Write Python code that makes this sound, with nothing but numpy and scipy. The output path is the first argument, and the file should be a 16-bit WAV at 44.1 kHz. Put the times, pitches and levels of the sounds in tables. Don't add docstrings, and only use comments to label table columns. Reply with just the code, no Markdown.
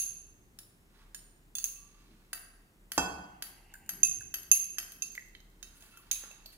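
import sys
import numpy as np
from scipy import signal
from scipy.fft import rfft, irfft
from scipy.io import wavfile
from scipy.ndimage import uniform_filter1d

SR = 44100
rng = np.random.default_rng(int(sys.argv[2]) if len(sys.argv) > 2 else 0)


def invert_db(level):
    return 10 ** (np.asarray(level, dtype=float) / 20)


def wrap_up_sound(samples):
    columns = np.atleast_2d(samples).T
    tamed = np.clip(columns, -1, 1)
    steps = np.round(tamed * 32767).astype(np.int16)
    wavfile.write(sys.argv[1], SR, steps)


N = 289852
LEAD = 2048
HZ = np.fft.rfftfreq(N + LEAD, 1 / SR)
CLOCK = (np.arange(N + LEAD) - LEAD) / SR
CONTACT_S = 0.0005
GRAIN_DB = 3


def table(points, hz=HZ):
    f, v = np.transpose(points)
    return np.interp(np.log(hz + 1), np.log(f), v)


def bell(hz, octaves):
    return np.exp(-(np.log2((HZ + 1) / hz) / octaves) ** 2)


def noise(gain):
    x = irfft(rfft(rng.standard_normal(N + LEAD)) * gain, N + LEAD)
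    return x / np.std(x)


def even(burst, colour, smooth_hz):
    x = rfft(burst)
    found = uniform_filter1d(np.abs(x) ** 2, size=int(smooth_hz * len(burst) / SR))
    fade = np.exp(-np.arange(len(burst)) / (.03 * SR))
    return irfft(x * colour / np.sqrt(found), len(burst)) * fade


def walk(rate):
    k = int(SR / rate)
    held = np.repeat(rng.standard_normal((N + LEAD) // k + 1), k)
    return uniform_filter1d(uniform_filter1d(held, k), k)[:N + LEAD]


def ring(hz, db, t60):
    t = np.arange(SR // 2)[:, None] / SR
    decay = 1000. ** (-t / np.clip(t60, .004, 3))
    modes = invert_db(db) * decay * np.sin(2 * np.pi * hz * t)
    end_fade = np.hanning(SR)[SR // 2:]
    return modes.sum(axis=1) * (1 - np.exp(-t[:, 0] / CONTACT_S)) * end_fade


def add(track, sound, s, peak_db):
    i = LEAD + int(s * SR)
    n = min(len(sound), len(track) - i)
    track[i:i + n] += sound[:n] * invert_db(peak_db) / np.abs(sound).max()


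def crack():
    # f/Hz, level/dB
    crack_colour = [(500, -28.5), (1200, -15.5), (3000, 3.5), (6000, 2), (10000, -3), (14000, 0.5),
                    (16000, -15.5)]
    t = np.arange(SR // 2) / SR
    burst = rng.standard_normal(len(t)) * np.exp(-t / 0.0033) * (1 - np.exp(-t / CONTACT_S))
    x = even(burst, invert_db(table(crack_colour, np.fft.rfftfreq(len(t), 1 / SR))), 150)
    return x / np.abs(x).max()


def air():
    # f/Hz, level/dB per Hz
    air_colour = [(32, -34.5), (55, -2), (87, -7.5), (195, -5.5), (253, -9.5), (362, -10), (531, -18.5),
                  (1880, -22), (5000, -31.5), (6510, -30), (14300, -32), (15400, -29), (16500, -61.5)]
    # f/Hz, likeness/-1..1
    air_alike = [(60, 0.7), (130, 0.96), (290, 0.85), (640, 0.48), (1410, -0.38), (3100, -0.54),
                 (6820, 0.95), (15000, 0.72)]
    # t/s, half width/s, drone level/dB, rumble level/dB
    bass_swells = [
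        (.2, 0.97, 1.5, 3),
        (2.1, 0.091, 5, 2.5),
        (3.15, 0.13, 12.5, 1),
        (4.0, 0.12, 7.5, 0.5),
        (4.17, 0.22, 3.5, 11),
        (4.6, 1, 2.5, 2.5),
    ]
    alike = np.clip(table(air_alike), -.9, .99)
    mid_side = rfft(rng.standard_normal((2, N + LEAD)))
    mid, side = mid_side * invert_db(table(air_colour)) * np.sqrt([1 + alike, 1 - alike])
    pair = np.array([mid + side, mid - side])
    bands = ((50, 145), (145, 450), (450, SR))
    rumble, drone, hiss = (irfft(pair * (HZ >= lo) * (HZ < hi), N + LEAD) for lo, hi in bands)
    swell = sum(np.outer(db, np.exp(-((CLOCK - s) / width) ** 2)) for s, width, *db in bass_swells)
    street = invert_db(swell[0] - 0.5) * drone + invert_db(swell[1]) * rumble
    deep = invert_db(-63.5 + walk(13.0)) * noise(bell(35.93, 0.21))
    return (street + hiss) * invert_db(-70.5) / np.std(hiss) + deep


def room():
    # f/Hz, t60/s, level/dB, side share/1
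    room_bands = [(155, 0.98, -1, .15), (394.4, 0.76, -4.5, 0.22), (811, 0.86, -7, 0.99),
                  (2080, 0.82, -14.5, 1.3), (4450, 0.69, -14.5, 1.21), (9300, 0.53, -6.5, 0.53),
                  (14470, 0.36, -3.5, 0.57)]
    t = np.arange(SR) / SR
    hz = np.fft.rfftfreq(SR, 1 / SR)
    tail = 0
    for k, (f, t60, db, width) in enumerate(room_bands):
        share = table([(r[0], 1. * (j == k)) for j, r in enumerate(room_bands)], hz)
        mid, side = irfft(rfft(rng.standard_normal((2, SR))) * share, SR)
        pair = mid + width * side * np.array([[1], [-1]])
        tail = tail + invert_db(db) * pair * 1000. ** (-t / t60)
    build_up = np.clip(t / 0.0051, 0, 1) ** 2
    return tail * build_up / np.sqrt(SR / 100)


def ports(share):
    # f/Hz, left minus right level/dB
    port_difference = [(700, -1), (2700, -3.5), (4600, -10), (6400, -15), (8500, -7.5), (10300, 4.5),
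                       (11000, 7.5), (12000, 14), (15000, 25)]
    left = invert_db(share * table(port_difference))
    lag = np.exp(-2j * np.pi * HZ * .0001)
    return 2 * np.array([left * lag, np.ones_like(left)]) / (1 + left)


def dish():
    dish_hz = [1487, 2632, 3241, 4430, 4931, 5949, 6340, 7440, 10870, 11190, 1476, 2604]
    # level/dB, t60/s
    dish_modes = [(-15, 1.5), (-7.5, 0.5), (-8.5, 0.53), (-11.5, 0.15), (0.5, 0.061), (-8, 0.2),
                  (5.5, 0.036), (-1, 0.07), (-21, 0.05), (-4.5, 0.043), (-10, 0.41), (-27, 0.44)]
    # f/Hz, level/dB, t60/s
    board_modes = [(65.3, 0.5, 0.14), (190.4, 4.5, 0.061), (286, 6, 0.076), (431, -12.5, 0.067),
                   (630, 10.5, 0.018), (768, 6.5, 0.091), (830, 14, 0.015), (830, 9.5, 0.071),
                   (978, -11, 0.07), (1174, 8.5, 0.052), (1800, 10.5, 0.027)]
    # t/s, peak level/dB, dish level/dB, extra room level/dB
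    set_down = [
        (2.978, -11, 6, -1.5),
    ]
    (s, peak_db, dish_db, room_db), = set_down
    db, t60 = np.transpose(dish_modes)
    glass = ring(np.array(dish_hz), db + dish_db, t60)
    board = noise(bell(866, 1.2))[:SR // 2]
    thud = board * np.exp(-np.arange(SR // 2) / (0.0056 * SR))
    hz = np.fft.rfftfreq(len(thud), 1 / SR)
    thud = even(thud, np.exp(-(np.log2((hz + 1) / 800) / 1.14) ** 2), 50)
    thud = 1.81 * thud / np.abs(thud).max()
    landing = ring(*np.transpose(board_modes)) + glass + invert_db(7) * crack() + invert_db(16) * thud
    out = np.zeros(N + LEAD)
    add(out, landing, s, peak_db)
    return out, room_db


def trickle():
    # f/Hz, width/octaves, level/dB
    fizz_bands = [(817, 0.25, -1), (2055, .2, -2), (2720, .15, -0.5)]
    fizz = 0
    for hz, octaves, db in fizz_bands:
        fizz = fizz + invert_db(db + GRAIN_DB * walk(80)) * noise(bell(hz, octaves))
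    flow = np.exp(-((CLOCK - 3.795) / 0.51) ** 2)
    return invert_db(-72) * flow * fizz


def gliding_notes(events):
    out = np.zeros(N + LEAD)
    t = np.arange(SR // 10) / SR
    for s, peak_db, hz, t60, glide in events:
        note = np.sin(2 * np.pi * hz * (t + glide * t ** 2)) * 1000. ** (-t / max(t60, .005))
        add(out, note * (1 - np.exp(-t / 0.0022)), s, peak_db)
    return out


def drips():
    # t/s, peak level/dB, f/Hz, t60/s, glide/s^-1
    drops = [
        (3.741, -43, 1660, 0.018, -6.5),
        (3.753, -48.5, 1592, 0.05, -1),
        (4.208, -44, 1695, 0.023, -8.5),
        (4.774, -52, 1800, 0.024, -3),
        (5.1522, -43, 2160, 0.013, -2),
        (5.178, -28, 1980, 0.0095, 4),
        (5.35, -42, 2040, 0.0045, 5),
    ]
    return gliding_notes(drops)


def finger_bumps():
    # t/s, peak level/dB, f/Hz, t60/s, glide/s^-1
    bumps = [(5.89, -65, 1510, 0.044, -0.84), (5.936, -58, 1366, 0.076, .1),
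             (5.971, -52.5, 1385, 0.046, -0.74), (5.996, -58, 1160, .02, .1), (6.035, -62, 1380, .02, .1),
             (0.5882, -61, 1670, .03, -0.1), (1.146, -47.5, 1635, 0.025, .1),
             (6.239, -54.5, 1380, 0.033, .1), (6.113, -42, 2460, 0.027, -0.17),
             (6.128, -48.5, 2330, 0.013, .1), (6.156, -48, 2520, 0.054, 0.7),
             (0.974, -76, 431, 0.013, -0.1), (5.626, -70, 690, 0.017, -0.07),
             (5.824, -63, 678, 0.042, -0.079), (6.237, -45.5, 457, 0.0064, -0.003),
             (6.309, -54, 620, 0.011, -0.16), (6.457, -55.5, 670, 0.017, -0.063)]
    return gliding_notes(bumps)


def squeak():
    # t/s, length/s, f/Hz, level/dB
    squeaks = [
        (0.97, 0.13, 1200, -77),
        (1.65, 0.45, 1159, -71),
    ]
    waver, flutter_db = 1 + .022 * walk(90), 4 * walk(60)
    out = 0
    for s, length, hz, db in squeaks:
        pitch = hz * waver * (1 - 0.4 * np.exp(-np.abs(CLOCK - s) / 0.033))
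        swell = np.sqrt(np.sin(np.pi * np.clip((CLOCK - s) / length, 0, 1)).clip(0))
        out = out + swell * invert_db(db + flutter_db) * np.sin(2 * np.pi * np.cumsum(pitch) / SR)
    return out


def scrapes():
    # t/s, peak level/dB
    ticks = [
        (4.207, -45),
        (4.047, -38),
        (5.12, -45),
        (5.259, -54),
        (5.2837, -57),
        (5.5, -55.5),
    ]
    # t/s, fade/s per 9 dB, scrape level/dB, hiss above it/dB, rub above it/dB
    drags = [
        (0.995, 0.08, -70.5, -13, -0.5),
        (3.72, -0.2, -69, -18, -3),
        (2.04, 0.26, -71.5, -11.5, -5),
        (5.77, -0.07, -80, 11, -15),
        (5.834, 0.1, -72, 6.5, -0.5),
        (5.97, 0.7, -73.5, -17, -3),
        (6.26, 0.1, -67.5, -15, 1.5),
        (6.53, -0.12, -63, 4, -17),
    ]
    hiss_bands = bell(9900, 0.68) + .9 * bell(10500, .05) + .6 * bell(12600, .04) + 1.1 * bell(4600, 0.091)
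    hiss = noise(hiss_bands)
    scrape = noise(bell(3050, 1.0) + 1.1 * bell(2700, 0.03))
    rub = noise(bell(1310, 0.76))
    out = np.zeros(N + LEAD)
    for s, peak_db in ticks:
        add(out, np.diff(crack()[:200]), s, peak_db)
    for s, fade_s, db, hiss_db, rub_db in drags:
        away = np.maximum((s - CLOCK) / .75, CLOCK - s)
        pressure = np.exp(-away / max(fade_s, .01))
        friction = invert_db(hiss_db) * hiss + scrape + invert_db(rub_db) * rub
        out += pressure * invert_db(db + GRAIN_DB * walk(160)) * friction
    return out


def spoon():
    # f/Hz, level/dB, t60/s
    knock_modes = [(727, -14, 0.036), (1360, -11, 0.032), (1592, 5.5, 0.014), (1821, 1, 0.016)]
    # f when dry/Hz, drop when juice wets the rim/Hz, half spacing of the pair/Hz
    bowl_modes = [(2678, 45, 24), (4650, 0, 12), (6310, 0, -25), (6455, 100, 12), (7200, 0, 20),
                  (9790, 0, 25), (10100, 0, 25), (10370, 0, 25), (11015, 270, 22), (11250, 0, 30),
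                  (11545, 90, 22), (14240, 0, 14), (15110, 260, 18), (15490, 0, 20)]
    spoon_hz = [3100, 3480, 3800, 4110, 4450, 6610, 5170, 5420, 6950, 8720, 9550, 12400, 13780, 14600]
    # t/s, share/0..1
    wet_rim = [
        (0, 0.42),
        (1.6, 0),
        (3.4, 0.31),
        (4.03, 0.93),
        (4.5, 0.5),
        (5.0, 0.48),
        (6.1, 0.02),
    ]
    place_crack_db = [-16.5, -13.5, -12.5, -16.5, -8, -11, -12.5, -2.5, -8, -6.5, -5.5, -1.5, 0, -4.5, -14,
                      -2, -13, -10.5, -12, -3, -9.5, -12]
    # t/s, peak level/dB, knock level/dB, treble tilt/dB per octave,
    # t60 left by the grip/s
    rim_blows = [
        [(4.0317, -7.5, -31, 2, 0.072), (4.1111, -32, -26, -2, 0.021)],
        [(4.5151, -4, -60, 5, 0.057)],
        [(5.021, -20, -24.5, -2, 0.043)],
        [(-.02, -9, -30, 3, 0.036)],
        [(1.5521, -21.5, -15, -0.2, 0.086)],
        [(1.584, -21.5, -15, 0, 0.035)],
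        [(1.6413, -15.5, -21, 4, 0.021)],
        [(6.113, -14.5, -13, 1, 0.092)],
    ]
    wall_blows = [
        [(3.8916, -22, -7.5, 0, 0.03), (4.3405, -21.5, -7.5, -1.5, 0.043), (4.4313, -36.5, -21, 7, 0.0066)],
        [(4.7835, -19.5, -9, -3.2, 0.032), (4.9197, -36, -23, 6.5, 0.013), (4.9424, -56, -12, 3, 0.048)],
        [(2.9184, -23, 0.74, 0.39, 0.019), (3.4228, -23.5, 2.5, 0.26, 0.03)],
        [(0.5878, -35.5, -7, 0.27, 0.021)],
        [(2.3307, -21.5, 7.2, 0.1, 0.037)],
        [(1.1455, -31.5, 2.1, .3, 0.038)],
        [(3.7389, -36.5, -10, 1.4, 0.008), (3.8621, -49, -21, .3, 0.0071)],
        [(5.151, -34.5, -9, 8.6, 0.005)],
        [(5.3497, -42, 3, -19, 0.029), (5.4024, -49, 3.3, 3, 0.044)],
        [(5.6274, -31.5, -0.98, .3, 0.044)],
        [(5.972, -43.5, -2.5, 1.8, 0.069)],
        [(6.459, -37.5, -17.5, 0.33, 0.051)],
        [(1.76, -54, -30, -12, 0.11), (5.806, -51, -16, 11, .05), (5.921, -52.5, -6, -1, 0.12),
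         (6.312, -41, -23, 5, 0.034)],
        [(5.823, -44.5, -10, .3, 0.025), (5.873, -65, 5.5, .3, 0.016), (6.237, -39, 5, 0.33, 0.016)],
    ]
    rim_bowl_db = [(-10, -22.5, -2, 4, -15.5, -23.5, -35, -22.5, -7.5, -34, -18.5, -47, -31.5, -29),
                   (-7.5, -22.5, -6, 5.2, -20, -19.5, -34.5, -28.5, -6.5, -19.5, -10.5, -46, -26, -22),
                   (-12.5, -19.5, -7.5, 1.45, -26, -22, -36, -31.5, -10, -22, -20, -45, -26, -32),
                   (-19.5, -31, -10.5, 0.5, -21, -24, -23, -37.0, -7.5, -20, -25, -40, -49, -28),
                   (-19, -35, -23, 1.1, -29, -20, -31.0, -6.5, -2.5, -20, -36, -16, -8, -11),
                   (-13, -44, -2, 3, -21, -23, -30, -20, -4, -24, -23, -17, -17, -9),
                   (-11, -19, 1, 8.7, -27, -6.5, -30, -4, -7, -19, -15, -25, -30, -14),
                   (-16.5, -39.0, -0.5, 5.3, -35, -21, -8, -34.0, -2.5, -27, -14, -33, -12, -20)]
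    rim_spoon_db = [(-47, -33.5, -39, -37, -31, -22, -38.5, -24.5, -13, -41, -24, -47.5, -47.5, -41),
                    (-26, -40.5, -27.5, -38.5, -31, -36.5, -41, -23.5, -19, -25.5, -28.5, -47, -45.5, -36),
                    (-47, -45, -22, -43, -20, -38, -20, -19, -15, -39, -41, -47, -47.5, -41),
                    (-43, -49, -27, -60, -17, -49, -40, -41, -16, -27, -33, -30, -21, -53),
                    (-30.5, -6, -47, -32, -9, -45.0, -26, -47, -25, -8, -8, -34, -24, -17),
                    (-38, -20, -40, -18, -3, -19, -24, -34, -5, -26, -24, -30, -17, -21),
                    (-43, -46, -20, -39, -42, -1, -45.0, -26, -15, -39, -11, -44, -16, -2),
                    (-33, -44, -6, -18, -32, -12, -34.0, -22, -3.5, -42, -33, -40, -38, -17)]
    wall_bowl_db = [(-17, -16, -6, -11.5, -24.5, -34, -16.5, -14, -12, -11.5, -0.5, -40.5, -18, -30),
                    (-19.5, -18.5, -5, -9, -13, -44, -19, -8, -14, -17, -3.5, -35, -16, -19),
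                    (-13, -2.5, -8, -9, -22, -9, 1, -16, -4, 3, -0.5, -10, -3.5, -13),
                    (-46, -40, -18, -27, -2, -35, -2, 2.5, -4, -8, -10, -33, -36, -7),
                    (-6.5, -0.5, -7, -6, -20, -16, 0, 7, -20, -16, -21, -1, -13, -14),
                    (-8, -18, -35, -38, -14, -24, 2, -15, -23, -30, -38, -12, -10, -26),
                    (-30, -9, -28, -17, 5, -4, -9, -5, -19, -22, -19, 1.5, -34, -27),
                    (-14, -12, -20.5, -22, 1.5, -16.5, -20.5, -14, -12, -11, -9, -5, -20, -22),
                    (-17, -13, -12, 4.5, -16, -22, -20, -22, -21, -22, -8, -22, -24, -27),
                    (-8, -32.5, -5, 3.5, -4, -30, -9, -5, -10.5, -20, -10, -29, -16, -14),
                    (-2.5, -26.5, -5, -8, -6, -16, -4, -12, -8, -20, -2, -22, -6, -14),
                    (-14, -2, -22, -21, -23, -32, -33, -29, -13, -15, -7, -12, -19, -20),
                    (4.5, -22, -19, 0, -23, -18, -24, -24, -23, -23, -25, -30, -30, -28),
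                    (-9, -7, -6, -7, 0, -15, -14, -6, -4, -19, -16, -20, -20, -19)]
    wall_spoon_db = [(-9, -39.5, -28.5, -31, -34.5, -20.5, -18.5, -18.5, -17, -31.5, -43.5, -30.5, -36.5, -11.5),
                     (-11, -37, -44, -43, -40, -20, -11, -20, -22, -40, -41, -30, -32.5, -18),
                     (-0.5, -44.5, -19.5, -31.5, -5.5, -29, -14.5, -6.5, -15, -25, -22, -26, -46.5, -8),
                     (-25, -30, -9, -38, -31, -38, -23, 0, -9, -15, -27, -30, -24, -9),
                     (-1.5, -11, -17.5, -40, -11.5, -11, -18, -21, -11, -44, -15, -40, -17, -29),
                     (-1, -29, -45, -24, 0, -40, -23, 2.5, 8.5, 6, 4, -38, 0, -3),
                     (-40, -38, -40, -39, -27, -13, -40, -32, -3.5, -6.5, 1.5, -12, -8, -8),
                     (-32, -45, -32, -44, -20, -14, -47, -28, -9, -12, -21, -16, -21, -18),
                     (6, -24, 7.5, 9.5, 3, -16, 3, -20, -16, -29, -18, -4, -10, -14),
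                     (-0.5, -17, 2.5, -3, -7, -24, -5, -6, -27, -35, -10, -33, -38, -16),
                     (0, -21, -25, -19, -20, -24, -9, -22, -15, -21, -10, -24, -25, -20),
                     (-9, -7, -17, -1, 9.5, -16, -5, -15, -17, -20, -21, -2, -5, -11),
                     (-3, -11, -18, -28, -23, -25, -24, -24, -25, -22, -30, -26, -30, -31),
                     (-2.5, 3, -1, -15, -12, -20, -8, -9, -6, -28, -9, -7, -20, -19)]
    out = np.zeros(N + LEAD)
    knock = ring(*np.transpose(knock_modes))
    dry_hz, sag_hz, half_hz = np.transpose(bowl_modes)
    responses = np.hstack([rim_bowl_db + wall_bowl_db, rim_spoon_db + wall_spoon_db])
    for db, crack_db, blows in zip(responses, place_crack_db, rim_blows + wall_blows):
        for s, peak_db, knock_db, tilt_db, grip_t60 in blows:
            wet_hz = dry_hz - sag_hz * np.interp(s, *np.transpose(wet_rim))
            hz = np.append(wet_hz, spoon_hz)
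            octaves = np.log2(hz / 6400)
            split = 15 * 2 ** octaves * rng.uniform(0.53, 1.63, len(hz))
            split[:len(bowl_modes)] = half_hz
            lowest, low = hz < 2750, (hz > 2750) & (hz < 5300)
            t60 = grip_t60 * (1 + 1.54 * lowest - 0.41 * low + .6 * (hz == dry_hz[1]))
            level_db = db + tilt_db * octaves
            tone = ring(hz - split, level_db, t60) + ring(hz + split, level_db - 5.0, 1.36 * t60)
            contact = invert_db(crack_db) * np.abs(tone).max() * crack()
            add(out, tone + invert_db(knock_db) * knock + contact, s, peak_db)
    return out


def scene():
    # delay/s, level/dB
    echo_paths = [(.0012, -21), (.0035, -9.5), (.0075, -21), (.0152, -14), (0.022, -21), (.031, -21),
                  (.045, -17.5)]
    thud, thud_room_db = dish()
    bowl = spoon() + scrapes()
    drops = drips() + finger_bumps()
    echoes = 1 + sum(invert_db(db) * np.exp(-2j * np.pi * HZ * s) for s, db in echo_paths)
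    direct = ports(1) * echoes * rfft(bowl + drops + thud)
    to_walls = bowl + invert_db(-7) * drops + invert_db(thud_room_db) * thud
    tail = ports(0.45) * rfft(room(), N + LEAD) * rfft(to_walls)
    low_cut = (1j * HZ / (1j * HZ + 90)) ** 2
    near = irfft(low_cut * (direct + tail), N + LEAD)
    return (near + air() + squeak() + trickle())[:, LEAD:]


def low_pass(x):
    return signal.sosfilt(signal.butter(12, 16970, fs=SR, output="sos"), x)


def record(dry):
    top = signal.ellip(6, .2, 30, 15950, fs=SR, output="sos")
    return low_pass(signal.sosfilt(top, dry))


dry = scene()
out = record(dry)
wrap_up_sound(out)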